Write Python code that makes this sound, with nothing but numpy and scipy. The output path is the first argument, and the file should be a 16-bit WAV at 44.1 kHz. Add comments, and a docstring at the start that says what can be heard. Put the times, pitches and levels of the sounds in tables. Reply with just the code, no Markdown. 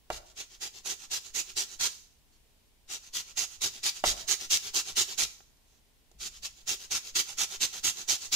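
"""A lemon is rubbed on a flat steel grater held over a bowl, in three quick runs, in a small kitchen.
A knock of grater on bowl opens the first run; each push tears the peel on the teeth in bursts of random snaps,
brighter the harder it presses, and just past halfway to the next push the pull drags it lightly back.
The lemon lifts off with a hiss after the first run, a harder knock interrupts the second, a fainter lift ends it;
soft brushes fall in the pauses, small ticks in the second one, and a very faint knock comes before the third run."""
import sys
import numpy as np
from scipy import signal
from scipy.fft import rfft, irfft, next_fast_len
from scipy.io import wavfile
from scipy.ndimage import map_coordinates

SR = 44100
rng = np.random.default_rng(int(sys.argv[2]) if len(sys.argv) > 2 else 0)


def digitize_waveform(pressure):
    """Quantize a signal to 16-bit integers and store it at the path in sys.argv[1].

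    Rows of a 2-D input are taken as channels; values are limited to [-1, 1].
    """
    field = np.atleast_2d(pressure).T
    bounded = np.clip(field, -1, 1)
    quanta = np.round(bounded * 32767).astype(np.int16)
    wavfile.write(sys.argv[1], SR, quanta)


N = 368235

# pushes against the teeth, before any trim: (start t/s, length/s, level/dB)
PUSH_STROKES = [(.122, 0.056, -41), (.374, 0.057, -38.5), (0.615, 0.061, -35.5), (0.855, 0.081, -33),
                (1.113, 0.069, -31), (1.349, 0.063, -29), (1.568, 0.066, -28.5), (1.803, 0.075, -26.5),
                (2.898, 0.07, -36.5), (3.142, 0.066, -32), (3.372, 0.072, -28), (3.618, 0.059, -27),
                (3.838, .057, -26), (4.05, 0.068, -25), (4.282, 0.065, -24.5), (4.506, 0.064, -22.5),
                (4.745, 0.059, -25.5), (4.965, .067, -23.5), (5.184, 0.062, -25), (6.205, 0.078, -37),
                (6.435, 0.038, -34), (6.675, 0.068, -29), (6.911, .07, -28.5), (7.155, 0.056, -24),
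                (7.382, 0.063, -26.5), (7.61, 0.05, -24.5), (7.84, 0.066, -25), (8.085, 0.065, -24.5),
                (8.323, 0.14, -24)]
PAUSE_S = 0.4  # a longer gap between pushes is a pause between runs


def amp(db):
    """Decibels to gain."""
    return 10 ** (np.asarray(db) / 20)


def unit(x):
    """Scale to rms 1."""
    return x / np.sqrt(np.mean(x ** 2) + 1e-20)


def along(points, hz):
    """(f/Hz, value) points read on a log frequency axis."""
    f, v = np.transpose(points)
    return np.interp(np.log(hz + 1), np.log(f + 1), v)


def filtered(x, response):
    """Shape the spectrum of x by a response of frequency."""
    n = x.shape[-1]
    m = next_fast_len(n + 4096)
    spectrum = rfft(x, m) * response(np.fft.rfftfreq(m, 1 / SR))
    return irfft(spectrum, m)[..., :n]


def wobble(rate, size):
    """A smooth random curve, rate knots a second."""
    return map_coordinates(rng.standard_normal(1024), [np.arange(size) * rate / SR], mode="wrap")


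def add(track, s, sound):
    """Mix a sound into the track at s seconds."""
    room = track[:, max(round(s * SR), 0):][:, :sound.shape[-1]]
    room += sound[..., :room.shape[-1]]


def widen(pair, alike):
    """Blend two unrelated signals into left and right of a given likeness."""
    def mid_side_gains(hz):
        turn = np.arccos(np.clip(along(alike, hz), -1, 1)) / 2
        return np.array([np.cos(turn), np.sin(turn)])

    mid, side = filtered(pair, mid_side_gains)
    return np.array([mid + side, mid - side])


def air(db=-64.5):
    """Still kitchen air: faint room rumble and hiss from coloured noise."""
    # colour of the air: (f/Hz, relative level per Hz/dB)
    air_colour = [(12, -38.5), (20, 1.5), (59, -4), (76, -9), (166, -17), (252, -16.5), (382, -23),
                  (427, -17.5), (478, -22), (1070, -24.5), (1200, -29.5), (3000, -24.5), (15500, -32)]
    pair = widen(rng.standard_normal((2, N)), [(60, 0.55), (400, 0.29), (2000, 0.07)])
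    noise = unit(filtered(pair, lambda hz: amp(along(air_colour, hz))))
    return amp(db + 0.28 * wobble(4.63, N)) * noise


def kitchen(x, gap=0.0055):
    """Hard walls answer after a gap (s) with decaying noise; the lows ring longest."""
    # reverberation: (f/Hz, t60/s)
    decay_times = [(100, 0.69), (700, 0.54), (3000, 0.44), (6000, 0.5), (8500, 0.42), (15000, 0.57)]
    hz, t, z = signal.stft(rng.standard_normal((2, SR * 2 // 3)), SR, nperseg=256)
    fade = amp(-60 * t / along(decay_times, hz)[:, None])
    tail = signal.istft(z * fade, SR, nperseg=256)[1]
    tail = np.pad(tail / np.linalg.norm(tail[0]), ((0, 0), (round(gap * SR), 0)))
    return signal.fftconvolve(x, tail, axes=1)[:, :N]


def rumble(shake_db=-40, shake_width=0.024, puff_db=-28, puff_width=0.016, turn_lead=0.025):
    """The table shakes; each time the hand turns for a push it sends a soft puff of air and jogs the grater."""
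    # low shakes of the table and hands: (t/s, level/dB, t60/s)
    thuds = [(0.104, -47.5, 0.5), (4.04, -42.5, 0.75), (5.222, -48.5, 0.27), (6.14, -58, 2.7),
             (6.22, -64, 0.6)]
    # colour of the soft bumps of hands and table: (f/Hz, relative level per Hz/dB)
    bump_colour = [(8, -48), (20, -2), (32, -11.5), (52, -2), (72, -23), (110, -20), (200, -24.5),
                   (500, -64)]
    t = np.arange(N) / SR
    thud_power = sum((t > s) * amp(2 * (db - 60 * np.abs(t - s) / t60)) for s, db, t60 in thuds)
    puffs, shakes = np.zeros(N), np.zeros(N)
    for start, _, db in PUSH_STROKES:
        near = np.abs(t - start) < PAUSE_S / 2
        since = t[near] - start + turn_lead  # the hand turns shortly before the push
        spread = (since / puff_width / 2) ** 2
        # one pressure swell with a dip on either side
        puffs[near] += amp(db + puff_db + rng.normal(0, 2)) * (1 - spread) * np.exp(-spread * 2)
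        shakes[near] += amp(db + shake_db) * np.exp(-(since / shake_width) ** 2)
    pair = widen(rng.standard_normal((2, N)), [(50, 0.98)])
    noise = unit(filtered(pair, lambda hz: amp(along(bump_colour, hz))))
    return (noise * np.sqrt(thud_power + shakes ** 2) + puffs) * amp([[1.2], [-1.2]])


def knocks(crack_db=-12, crack_t60=0.036, crack_hz=5000, attack=0.0013, lag=0.00012, bounce=0.0087,
           bounce_db=-10):
    """The frame meets the bowl: a hollow clunk with a short crack on top, then a light bounce."""
    # grater knocks bowl: (t/s, level/dB, hardness/dB per octave; the crack gains the same number of dB)
    hits = [(0.1019, -19.5, 4.5), (4.039, -13.5, 7), (6.114, -57.5, -11)]
    # modes of grater on bowl, damped by the hand: (f/Hz, level before hardness/dB, t60/s)
    clunk_modes = [(384, -15, 0.073), (465, -8.5, 0.038), (645, -4.5, 0.048), (736, 1, 0.03),
                   (830, -7, 0.023), (906, -19.5, 0.054), (1083, -11.5, 0.029), (1354, -10, 0.02),
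                   (1495, -33.5, 0.017), (2005, -22, 0.04), (2330, -25, 0.041), (2850, -27, .05)]
    out, t = np.zeros((2, N)), np.arange(SR // 3) / SR
    late = np.maximum(t - np.array([[lag], [0]]), 0)  # it reaches the right side first
    for s, db, hard_db in hits:
        ring = np.zeros((2, len(t)))
        for hz, level, t60 in clunk_modes:
            # a harder contact feeds the upper modes
            mode_db = level + hard_db * np.log2(hz / 700) + rng.normal(0, 0.68)
            ring += amp(mode_db - 60 * late / t60) * np.sin(2 * np.pi * hz * late)
        ring *= 1 - np.exp(-late / attack)
        noise = rng.standard_normal((2, len(t)))
        crack = filtered(noise, lambda hz: 1 / (1 + (hz / crack_hz) ** 2))
        crack *= amp(crack_db + hard_db - 60 * t / crack_t60)
        add(out, s, amp(db) * (ring + crack))
        add(out, s + bounce, amp(db + bounce_db) * ring)
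    return out * amp([[-1.5], [1.5]])


def steel(snaps, bright_db, ring_t60, ring_db, body_db=0, body_hz=1100, slide_rate=45, count=5, size=768):
    """Snaps spread through the sheet: a click, then a very short ring that is different at every spot."""
    # colour of peel tearing on the teeth: (f/Hz, relative level per Hz/dB)
    rasp_colour = [(30, -27), (100, -18.5), (170, -22), (380, -20), (560, -21.5), (1000, -16),
                   (2100, -13.5), (3100, -6.5), (5000, -4), (6500, -2), (7200, -6), (8400, -13.5),
                   (10500, -17), (15500, -20.5)]
    # resonances of the steel sheet: (f/Hz, width/Hz, lift/dB)
    sheet_modes = [(383, 96, 8), (762, 92, 6), (1370, 69, 6.5), (1943, 39, 6.5), (2270, 120, 4),
                   (2737, 100, 5.5), (3274, 97, 3), (3904, 60, 5), (4420, 37, 5)]
    # left-right balance of the rasp, the right side much stronger near 6.8 kHz: (f/Hz, left minus right/dB)
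    side_balance = [(100, 9), (320, 5), (520, 3.5), (680, -3), (830, -6.5), (1060, 3.5), (1500, -3),
                    (2000, 0.5), (4200, -.5), (5200, 3.5), (6800, -10), (8500, -3.5), (11000, -2),
                    (15000, -1)]
    # left-right likeness: (f/Hz, correlation)
    likeness = [(100, 0.71), (400, 0.95), (1400, 0.28), (3000, 0.25), (8000, 0.16), (15000, 0.13)]
    # the sheet's body modes reach the right side first: (f/Hz, phase lead/rad)
    right_lead = [(300, 0), (500, 0.59), (750, 1), (1350, 0.84), (1900, 0.27), (3000, 0.61), (6000, 0.093)]
    n = len(snaps)
    ring = rng.standard_normal((count, 2, size)) * amp(-60 * np.arange(size) / SR / ring_t60)
    ring *= amp(ring_db) / np.linalg.norm(ring, axis=2, keepdims=True)
    ring[..., 0] += rng.choice([-1, 1], (count, 2))  # the click
    # the lemon covers a few spots at once and slides on to the next ones (slide_rate spots a second)
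    spot = (rng.uniform(0, count - 2, n) + slide_rate * np.arange(n) / SR).astype(int) % count
    shares = snaps * (spot == np.arange(count)[:, None])
    pair = signal.fftconvolve(shares[:, None], ring, axes=2).sum(0)[:, :n]

    def colour(hz):
        modes = sum(db / (1 + (2 * (hz - centre) / width) ** 2) for centre, width, db in sheet_modes)
        tilt = bright_db * np.log2(np.clip(hz, 1200, 8000) / 4000)  # dB per octave
        body = body_db / (1 + (hz / body_hz) ** 2)
        sides = np.outer([0.5, -0.5], along(side_balance, hz))
        delay = np.exp(-1j * np.outer([1, 0], along(right_lead, hz)))
        return delay * amp(along(rasp_colour, hz) + modes + tilt + body + sides)

    return filtered(widen(pair, likeness), colour)


def ticks(size=4096):
    """Small ticks as the lemon is turned in the hand: single snaps on the sheet."""
    # ticks: (t/s, peak level/dB, brightness/dB per octave)
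    turns = [(5.355, -53, -4), (5.405, -44.5, -8.5), (5.504, -63.5, -21), (5.57, -55.5, 2),
             (6.115, -47, 1.5)]
    out = np.zeros((2, N))
    for s, db, bright_db in turns:
        sound = steel(signal.unit_impulse(size, "mid"), bright_db, ring_t60=0.025, ring_db=14.5)
        add(out, s - size / 2 / SR, amp(db) * sound / np.abs(sound).max())
    return out


def stroke(length, swell_db, bright_db, body_db, rise, fall, snap_rate, spread_db, catch_db,
           catch_rate=280, grip_db=1.7, grip_rate=70, size=9000):
    """One pass over the teeth: peel cells snap at random, in clumps as rows of teeth catch and let go."""
    early = 0.035  # s of room for the onset
    t = np.arange(size) / SR - early
    pressure = (1 + np.tanh(t / rise)) * (1 + np.tanh((length - t) / fall)) / 4
    pressure *= amp(swell_db * (np.clip(t / (length + 1 / SR), 0, 1) - 0.5))
    snaps = (rng.random(size) < snap_rate / SR) * rng.choice([-1, 1], size)
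    snaps = snaps * amp(spread_db * np.clip(rng.standard_normal(size), -2, 2))
    # the peel gives way before any catch grows large
    catch = catch_db * np.tanh(wobble(catch_rate, size))
    grip = grip_db * np.tanh(wobble(grip_rate, size))
    snaps *= amp(catch + grip)
    sound = steel(snaps * pressure, bright_db, body_db=body_db, ring_t60=0.015, ring_db=2.0)
    return -early, unit(sound) * np.sqrt(np.mean(pressure ** 2))


def lift(start, db):
    """The lemon leaves the teeth and the freed sheet hisses out."""
    early, sound = stroke(0, swell_db=0, bright_db=2.5, body_db=-4, rise=0.0113, fall=0.123,
                          snap_rate=5000, spread_db=2.5, catch_db=1.5, size=18000)
    return start + early, amp(db) * sound


def drag(start, length, db):
    """The peel slides over the backs of the teeth: soft, duller and hollower."""
    early, sound = stroke(max(length, 0.01), swell_db=3.4, bright_db=0, body_db=3.5, rise=0.011, fall=0.017,
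                          snap_rate=5200, spread_db=1.0, catch_db=1.0)
    return start + early, amp(db) * sound


def push(start, length, db, firm_db=-23):
    """The peel is driven against the cutting edges: more force bites faster and sounds brighter."""
    force_db = db - firm_db  # against a firm push
    # the rasp slowly brightens as the grating goes on
    crisper_db = 0.056 * (start - N / SR / 2)
    bright_db = 0.37 + 0.037 * force_db + crisper_db  # dB per octave
    bite_s = 0.0073 * np.exp(-0.035 * force_db)
    early, sound = stroke(max(length, 0.01), swell_db=0.3, bright_db=bright_db, body_db=-0.5, rise=bite_s,
                          fall=0.016, snap_rate=5000, spread_db=2.0, catch_db=0.75)
    return start + early, amp(db) * sound


def grating(push_trim_db=0.24, pull_from=0.515, pull_to=0.78):
    """Push and pull alternate within a run, the pull at set shares of the cycle; lifts and brushes join in."""
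    # weight of the hand on the way back: (t/s, level of a pull/dB)
    pull_weight = [(.25, -57), (.75, -47), (1.7, -44.5), (3.02, -51), (3.5, -47.5), (4.42, -37.5),
                   (5.1, -37.5), (6.31, -49.5), (6.56, -55.5), (6.8, -44.5), (7.52, -37.5), (8.2, -39)]
    # the lemon lifts off at the end of a run: (t/s, level/dB)
    lift_offs = [(1.88, -39.5), (5.25, -55.5)]
    # the lemon brushes the teeth in the pauses: (start t/s, length/s, level/dB)
    brushes = [(2.317, 0.049, -68), (5.658, .13, -70.5)]
    out = np.zeros((2, N))
    for start, length, db in PUSH_STROKES:
        add(out, *push(start, length, db + push_trim_db))
    for (start, _, _), (next_start, _, _) in zip(PUSH_STROKES, PUSH_STROKES[1:]):
        cycle = next_start - start
        if cycle < PAUSE_S:
            back = start + pull_from * cycle
            weight_db = np.interp(back, *np.transpose(pull_weight))
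            add(out, *drag(back, (pull_to - pull_from) * cycle, weight_db))
    for start, db in lift_offs:
        add(out, *lift(start, db))
    for start, length, db in brushes:
        add(out, *drag(start, length, db))
    return out


def scene(rasp_room_db=-13, knock_room_db=-9):
    """Grater and bowl close by, the kitchen behind them."""
    rasp = grating() + ticks()
    clunk = knocks()
    room = kitchen(amp(rasp_room_db) * rasp + amp(knock_room_db) * clunk)
    return rasp + clunk + room + rumble() + air()


def record(dry, top_hz=15600):
    """The recorder keeps nothing above its band limit."""
    return filtered(dry, lambda hz: hz < top_hz)


dry = scene()
out = record(dry)
digitize_waveform(out)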